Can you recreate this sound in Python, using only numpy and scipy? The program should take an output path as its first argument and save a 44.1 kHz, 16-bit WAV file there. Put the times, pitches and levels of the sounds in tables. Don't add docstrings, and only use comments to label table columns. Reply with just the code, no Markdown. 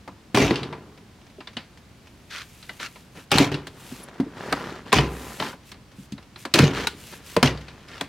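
import sys
import numpy as np
from scipy import signal
from scipy.fft import rfft, irfft
from scipy.io import wavfile
from scipy.ndimage import uniform_filter1d

SR = 44100
rng = np.random.default_rng(int(sys.argv[2]) if len(sys.argv) > 2 else 0)


def materialize(psi):
    bounded = np.clip(np.atleast_2d(psi).T, -1, 1)
    quanta = np.round(bounded * 32767).astype(np.int16)
    wavfile.write(sys.argv[1], SR, quanta)


N = 356328


def amp(db):
    return 10 ** (np.asarray(db) / 20)


def unit(x):
    return x / np.sqrt(np.mean(x ** 2) + 1e-20)


def read(points, hz):
    f, value = np.transpose(points)
    return np.interp(np.log(hz + 1), np.log(f), value)


def colour(x, points):
    hz = np.fft.rfftfreq(len(x), 1 / SR) + 1
    low_end = np.minimum(hz / points[0][0], 1) ** 2
    high_end = np.minimum(points[-1][0] / hz, 1) ** 2
    return irfft(rfft(x) * amp(read(points, hz)) * low_end * high_end, len(x))


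def add(mix, s, sound):
    part = mix[round(s * SR):][:len(sound)]
    part += sound[:len(part)]


def grains(per_s, spread_db, t60, bed):
    size = amp(spread_db * np.minimum(rng.exponential(1, N), 3)) * (rng.random(N) < per_s / SR)
    decay = np.exp(-2 * np.log(1000) / (t60 * SR))
    power = signal.lfilter([1], [1, -decay], size ** 2)
    power /= uniform_filter1d(power, size=2200) + 1e-6
    return unit(np.sqrt(abs(power) + bed) * rng.standard_normal(N))


def shifting(x, patchy_db, size):
    z = signal.stft(x, nperseg=512)[2]
    patches = uniform_filter1d(rng.standard_normal(z.shape), size=3, axis=0)
    patches = unit(uniform_filter1d(patches, size=size, axis=1))
    return signal.istft(z * amp(patchy_db * patches), nperseg=512)[1][:N]


def strokes(rows, rise, fall, arch_db):
    t, gain = np.arange(N) / SR, np.zeros(N)
    for s, length, db in rows:
        along = (t - s) / length
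        outside = np.maximum(-along, 0) / rise + np.maximum(along - 1, 0) / fall
        arch = arch_db * (2 * np.clip(along, 0, 1) - 1) ** 2
        gain += amp(db - arch - 20 * np.minimum(outside, 10))
    return gain


# f/Hz, level/dB before scaling to AIR_DB
AIR_TONE = [(30, -12), (65, 2.5), (220, -1), (500, -13), (1500, -17.5), (4700, -23.5), (8000, -31),
            (16000, -41)]
# f/Hz, side over mid/dB
AIR_WIDTH = [(60, -11), (180, -20), (550, -8), (1650, -7.5), (4970, -5.5), (15000, 0)]
AIR_DB = -50.5


def air():
    mid, side = (amp(AIR_DB) * unit(colour(noise, AIR_TONE)) for noise in rng.standard_normal((2, N)))
    side = colour(side, AIR_WIDTH)
    return np.array([mid + side, mid - side])


# f/Hz, relative level/dB
CHATTER_TONE = [(600, -3.5), (1100, -10), (2600, -6), (4300, -13.5), (6200, -15.5), (8000, -26.5),
                (15500, -37)]


def ticks(per_s=5, tick_db=-47, spread_db=5, t60_s=.07):
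    t = np.arange(SR // 10) / SR
    size = amp(tick_db - spread_db * rng.exponential(1, N)) * (rng.random(N) < per_s / SR)
    gain = signal.oaconvolve(size, amp(-60 * t / t60_s))[:N]
    return gain * unit(colour(rng.standard_normal(N), CHATTER_TONE))


# f/Hz, share (0 to 1)
WEIGHT_SHARE = [(1000, 1), (3500, 0)]
STRIKE_T60_S = .028


def struck_plastic(hits, tone, rise_s, tail_db, tail_t60, mode_db, mode_t60, firm_db, bass_slope=0.12):
    t, out = np.arange(SR // 4) / SR, np.zeros(N)
    octaves = 250 * 2. ** np.arange(7)
    bands = [[.62 * hz, min(1.2 * hz, SR / 2 - 1)] for hz in octaves]
    filters = [signal.butter(3, band, "band", fs=SR, output="sos") for band in bands]
    for s, db, ring_hz, weight_db in hits:
        spectrum = [(hz, db + band_db + weight_db * read(WEIGHT_SHARE, hz)) for hz, band_db in tone]
        drawn_out = 1 + np.clip((firm_db - db) / 10, 0, 1)
        for hz, sos in zip(octaves, filters):
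            age = t / drawn_out * (hz / 3000) ** bass_slope
            strike = amp(-60 * age / STRIKE_T60_S)
            tail = amp(tail_db - 60 * age * drawn_out / tail_t60)
            shape = (1 - np.exp(-age / rise_s)) * (strike + tail)
            ring = signal.sosfilt(sos, shape * rng.standard_normal(len(t)))
            strongest = np.sqrt(uniform_filter1d(ring ** 2, size=220).max())
            add(out, s, ring / strongest * amp(read(spectrum, hz)))
        mode = np.sin(2 * np.pi * ring_hz * t) * (1 - np.exp(-t / rise_s)) * amp(-60 * t / mode_t60)
        add(out, s, 2 * mode * amp(mode_db + read(spectrum, ring_hz)))
    return out


# t/s, level/dB before the tone, ring of the struck part f/Hz, weight/dB added to the low end
SNAPS = [(0.0763, -48.5, 750, 17.5), (0.346, -23, 1750, 6), (0.372, -20.5, 1070, 8.5),
         (3.3159, -14, 750, -3.5), (3.3829, -11, 4180, -4), (3.669, -35, 1580, -2), (4.199, -40.5, 960, 10),
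         (4.5252, -21, 1530, 5.5), (4.9275, -12.5, 1086, 2.5), (5.716, -38.5, 5570, -5),
         (6.1209, -40, 6400, -14), (6.451, -32, 1570, 6), (6.539, -9.5, 3970, -13), (6.556, -20, 2390, 1),
         (6.5886, -13, 2580, -1.5), (6.8705, -18, 3890, -12), (7.3648, -20, 1025, 4),
         (7.428, -13, 770, 3.5), (8.0102, -25.5, 3380, 3)]
# f/Hz, relative level/dB
SNAP_TONE = [(330, -10), (1000, -6.5), (3500, -1.5), (8200, -11), (16000, -18)]


def clip_snaps():
    return struck_plastic(SNAPS, SNAP_TONE, rise_s=0.0006, tail_db=-22, tail_t60=0.29,
                          mode_db=5, mode_t60=0.017, firm_db=-26.5)


# f/Hz, relative level/dB, t60/s
PANEL_MODES = [(63.5, 5.5, 0.63), (101.2, -7.5, 0.5), (148.3, -6, 0.48), (201.7, -19.5, 1),
               (276, -32, 0.92), (289, 0, 0.29), (383.7, -6, 0.14), (577, -12, 0.12), (1028, 9, 0.097),
               (1214, -3, .19), (1415, 5, 0.072)]


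def panel_ring(x, ring_db=-61):
    t = np.arange(SR) / SR
    modes = sum(amp(db - 60 * t / t60) * np.sin(2 * np.pi * hz * t) for hz, db, t60 in PANEL_MODES)
    return amp(ring_db) * signal.fftconvolve(x, modes)[:N]


def yard(x, wet_db=-24, t60=0.2, dull_hz=4000):
    t = np.arange(SR) / SR
    tail = rng.standard_normal(SR) * amp(-60 * t / t60) * (1 - np.exp(-t / 0.0033))
    tail = signal.sosfilt(signal.butter(2, dull_hz, fs=SR, output="sos"), tail)
    return amp(wet_db) * signal.fftconvolve(x, tail / np.linalg.norm(tail))[:N]


# t/s, level/dB (peak is 3 dB higher), pitch f/Hz
THUDS = [(0.345, -12, 305), (0.372, -12.5, 402), (0.402, -18, 269), (0.421, -15.5, 134), (.428, -20, 410),
         (0.509, -12.5, 335), (1.383, -36, 390), (1.566, -31.5, 232), (2.6935, -26.5, 2013),
         (3.317, -15, 807), (3.402, -8, 287.6), (3.917, -29.5, 248), (4.1996, -13, 268.2),
         (4.212, -19, 250), (4.264, -32, 312), (4.526, -17.5, 1280), (4.928, -8, 1050), (4.93, -22, 364),
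         (4.971, -15.5, 131.6), (5.42, -23.5, 885), (5.985, -35.5, 189), (6.123, -28, 209),
         (6.548, -17, 338), (6.591, -11, 302), (6.604, -12.5, 149), (6.627, -9, 157), (6.63, -16.5, 478),
         (6.871, -19, 1454), (7.366, -11.5, 463), (7.37, -19.5, 180), (7.428, -13, 244), (7.44, -18.5, 133)]
THUD_T60_S, THUD_AT_HZ, THUD_SLOPE = .06, 305, 0.15


def thuds(rise_cycles=1.33, upper=1.437, lower=0.728, flank_db=-8):
    t, out = np.arange(SR // 3) / SR, np.zeros(N)
    for s, db, hz in THUDS:
        turn = 2 * np.pi * hz * t
        t60 = THUD_T60_S * (THUD_AT_HZ / hz) ** THUD_SLOPE
        flanks = sum(np.sin(turn * ratio * rng.uniform(0.806, 1.11)) for ratio in (upper, lower))
        envelope = (1 - np.exp(-t * hz / rise_cycles)) * amp(-60 * t / t60)
        knock = (np.sin(turn) + amp(flank_db) * flanks) * envelope
        add(out, s, knock / abs(knock).max() * amp(db) * np.sqrt(2))
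    return out


# t/s, shaking/s, level/dB before the rattle's trims, settling t60/s before any linger
JOLTS = [(0.347, 0.072, -25.5, 0.59), (3.319, .11, -25.5, 0.24), (3.514, 0.021, -38, 0.24),
         (4.928, 0.042, -24.5, 0.33), (6.54, 0.082, -26, 0.43), (7.428, .035, -25, 0.2)]
JOLT_RISE_S = 0.0017
AFTERSHAKE_DB, AFTERSHAKE_T60_S = -27, 1.14


def shaking(linger=1):
    t, gain = np.arange(SR) / SR, np.zeros(N)
    for s, hold, db, t60 in JOLTS:
        settling = np.maximum(t - hold, 0) / linger
        aftershake = amp(AFTERSHAKE_DB - 60 * settling / AFTERSHAKE_T60_S)
        release = np.maximum(amp(-60 * settling / t60), aftershake)
        add(gain, s, amp(db) * np.minimum(t / JOLT_RISE_S, 1) * release)
    return gain


# f/Hz, relative level/dB
DRUMMING_TONE = [(65, -6.5), (80, -4.5), (135, 4.5), (200, -2), (300, 1), (420, 1), (600, -12.5),
                 (1100, -11.5), (2000, -22)]


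def rattle(chatter_db=2.5, drum_db=3, hard_db=-27, soft_hz=4200, drum_linger=1.84):
    contacts = grains(per_s=520, spread_db=3, t60=.016, bed=.6)
    chatter = unit(colour(shifting(contacts, patchy_db=2.5, size=9), CHATTER_TONE))
    shake = shaking()
    hardness = np.minimum(shake / amp(hard_db), 1)
    soft = signal.sosfiltfilt(signal.butter(2, soft_hz, fs=SR, output="sos"), chatter)
    chatter = soft + np.sqrt(abs(hardness)) * (chatter - soft)
    beats = grains(per_s=370, spread_db=3.5, t60=0.028, bed=0.49)
    drumming = unit(colour(shifting(beats, patchy_db=1.0, size=9), DRUMMING_TONE))
    return chatter * shake * amp(chatter_db) + drumming * shaking(drum_linger) * amp(drum_db)


# t/s, level/dB before the tone, ring f/Hz, weight/dB added to the low end
CLACKS = [(0.5074, -23, 970, 5.5), (0.557, -22, 2770, -15), (0.631, -28.5, 3950, -13),
          (0.726, -38.5, 970, 10), (1.405, -40.5, 2750, 4), (1.4722, -35.5, 3550, -3.5),
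          (1.568, -26.5, 2940, -5), (2.627, -41, 4000, -10), (2.6935, -35, 1950, -1),
          (2.799, -36.5, 2400, 3), (2.957, -46, 2350, 4), (3.307, -33, 4840, -12),
          (3.542, -24.5, 2700, -18), (4.92, -25.5, 3470, 4), (4.985, -18, 3000, 5),
          (5.3992, -25, 3090, 2.5), (5.4241, -26, 840, -1), (5.4563, -43, 1400, 1), (5.48, -50, 1250, 7),
          (5.529, -45.5, 1470, 11), (5.742, -50.5, 3930, 3), (6.179, -43.5, 3900, 2.5),
          (6.359, -38.5, 4070, -3.5), (7.474, -21, 2870, -11), (7.574, -37, 4700, -9),
          (7.6815, -38, 2480, -5)]
# f/Hz, relative level/dB
CLACK_TONE = [(330, -12.5), (1000, -7.5), (3500, -1.5), (8200, -24), (16000, -56)]


def plastic_clacks():
    return struck_plastic(CLACKS, CLACK_TONE, rise_s=0.0002, tail_db=-10, tail_t60=0.24,
                          mode_db=-1.5, mode_t60=.04, firm_db=-22)


# t/s, length/s, level/dB before the swish trim
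SLIDES = [(.95, 3, -84), (2.42, 0.59, -67), (3.15, 0.095, -68), (3.81, 0.23, -59.5), (4.42, 0.28, -69),
          (5.13, .38, -56.5), (5.66, 0.054, -64.5), (5.97, 0.093, -67.5), (6.385, 0.057, -60.5),
          (6.99, 0.19, -58.5), (7.26, 0.098, -56.5)]
# f/Hz, relative level/dB
SWISH_TONE = [(2500, 4.5), (5000, -1.5), (7000, -1.5), (12000, -4.5), (16000, -12.5)]


def slide(swish_db=11.5):
    hiss = shifting(grains(per_s=1400, spread_db=6, t60=.008, bed=1.6), patchy_db=.8, size=20)
    gain = strokes(SLIDES, rise=0.52, fall=0.17, arch_db=3.5)
    return unit(colour(hiss, SWISH_TONE)) * gain * amp(swish_db)


# t/s, length/s, gritty scrape level/dB, dull rub level/dB before its trim
SCRAPES = [(2.305, 0.12, -36, -50), (2.798, 0.073, -33.5, -46), (3.154, 0.061, -49, -43.5),
           (3.737, 0.84, -60, -46.5), (4.081, 0.016, -51, -46), (4.377, 0.4, -43.5, -35),
           (4.858, 0.055, -48.5, -41.5), (5.063, 0.35, -76, -40), (5.395, 0.11, -37.5, -34),
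           (6.736, 0.12, -32, -31), (6.984, 1, -54, -51), (7.123, .02, -43, -43), (7.883, 0.16, -47, -48)]
# f/Hz, relative level/dB
GRIT_TONE = [(700, -21), (1400, 1.5), (3300, -3), (5500, -9.5), (8000, -18.5), (16000, -32.5)]
# f/Hz, relative level/dB
RUB_TONE = [(100, -1), (200, 1), (380, 1), (680, -5.5), (1100, -5.5), (1900, -8), (3000, -29.5)]


def scrape(rub_db=-1):
    slips = grains(per_s=900, spread_db=3.5, t60=.005, bed=.7)
    grit = unit(colour(shifting(slips, patchy_db=1.5, size=9), GRIT_TONE))
    drags = grains(per_s=310, spread_db=4.5, t60=0.014, bed=0.59)
    rub = unit(colour(shifting(drags, patchy_db=-0.5, size=7), RUB_TONE))
    s, length, gritty, dull = np.transpose(SCRAPES)
    shape = dict(rise=0.083, fall=0.29, arch_db=5)
    grit_gain = strokes(zip(s, length, gritty), **shape)
    rub_gain = strokes(zip(s, length, dull + rub_db), **shape)
    return grit * grit_gain + rub * rub_gain


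# t/s, length/s, pitch f/Hz, level/dB
SQUEAKS = [(4.033, 0.0092, 10700, -44.5), (6.668, 0.015, 6450, -41.5)]


def squeaks(width_hz=500):
    out, t = np.zeros(N), np.arange(N) / SR
    r = np.exp(-np.pi * width_hz / SR)
    noise = rng.standard_normal(N) + 1j * rng.standard_normal(N)
    waver = signal.lfilter([1], [1, -2 * r, r * r], noise)
    for s, length, hz, db in SQUEAKS:
        tone = unit((waver * np.exp(2j * np.pi * hz * t)).real)
        out += tone * strokes([(s, length, db)], rise=.3, fall=.6, arch_db=3)
    return out


LEAN_LEFT, LEAN_HZ = 0.052, 900


def stereo(x, width):
    z = signal.stft(colour(x, width), nperseg=128)[2]
    random_phase = np.exp(2j * np.pi * rng.random(z.shape))
    scatter = signal.istft(z * random_phase, nperseg=128)[1][:N]
    side = np.sqrt(2) * signal.sosfilt(signal.butter(2, 250, "high", fs=SR, output="sos"), scatter)
    side += LEAN_LEFT * signal.sosfiltfilt(signal.butter(1, LEAN_HZ, "high", fs=SR, output="sos"), x)
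    return np.array([x + side, x - side])


# f/Hz, side over mid/dB before scattering
DOOR_WIDTH = [(120, -63), (500, -25), (1000, -12.5), (2000, -16.5), (4000, -9.5), (8000, -6), (14000, -3)]
# f/Hz, side over mid/dB before scattering
SWISH_WIDTH = [(2000, -24.5), (5000, -10), (12000, -4)]


def scene(lowest_hz=52):
    clips = clip_snaps()
    clacks = plastic_clacks()
    door = clips + clacks + thuds() + rattle() + scrape() + squeaks() + ticks()
    door = door + panel_ring(door)
    door = signal.sosfilt(signal.butter(2, lowest_hz, "high", fs=SR, output="sos"), door)
    return stereo(door + yard(door), DOOR_WIDTH) + stereo(slide(), SWISH_WIDTH) + air()


def record(dry, edge_hz=16000, ceiling=.82):
    limited = dry / (1 + (dry / ceiling) ** 6) ** (1 / 6)
    lowpass = signal.firwin(255, edge_hz, window=("kaiser", 9), fs=SR)
    return signal.oaconvolve(limited, lowpass[None], "same")


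dry = scene()
out = record(dry)
materialize(out)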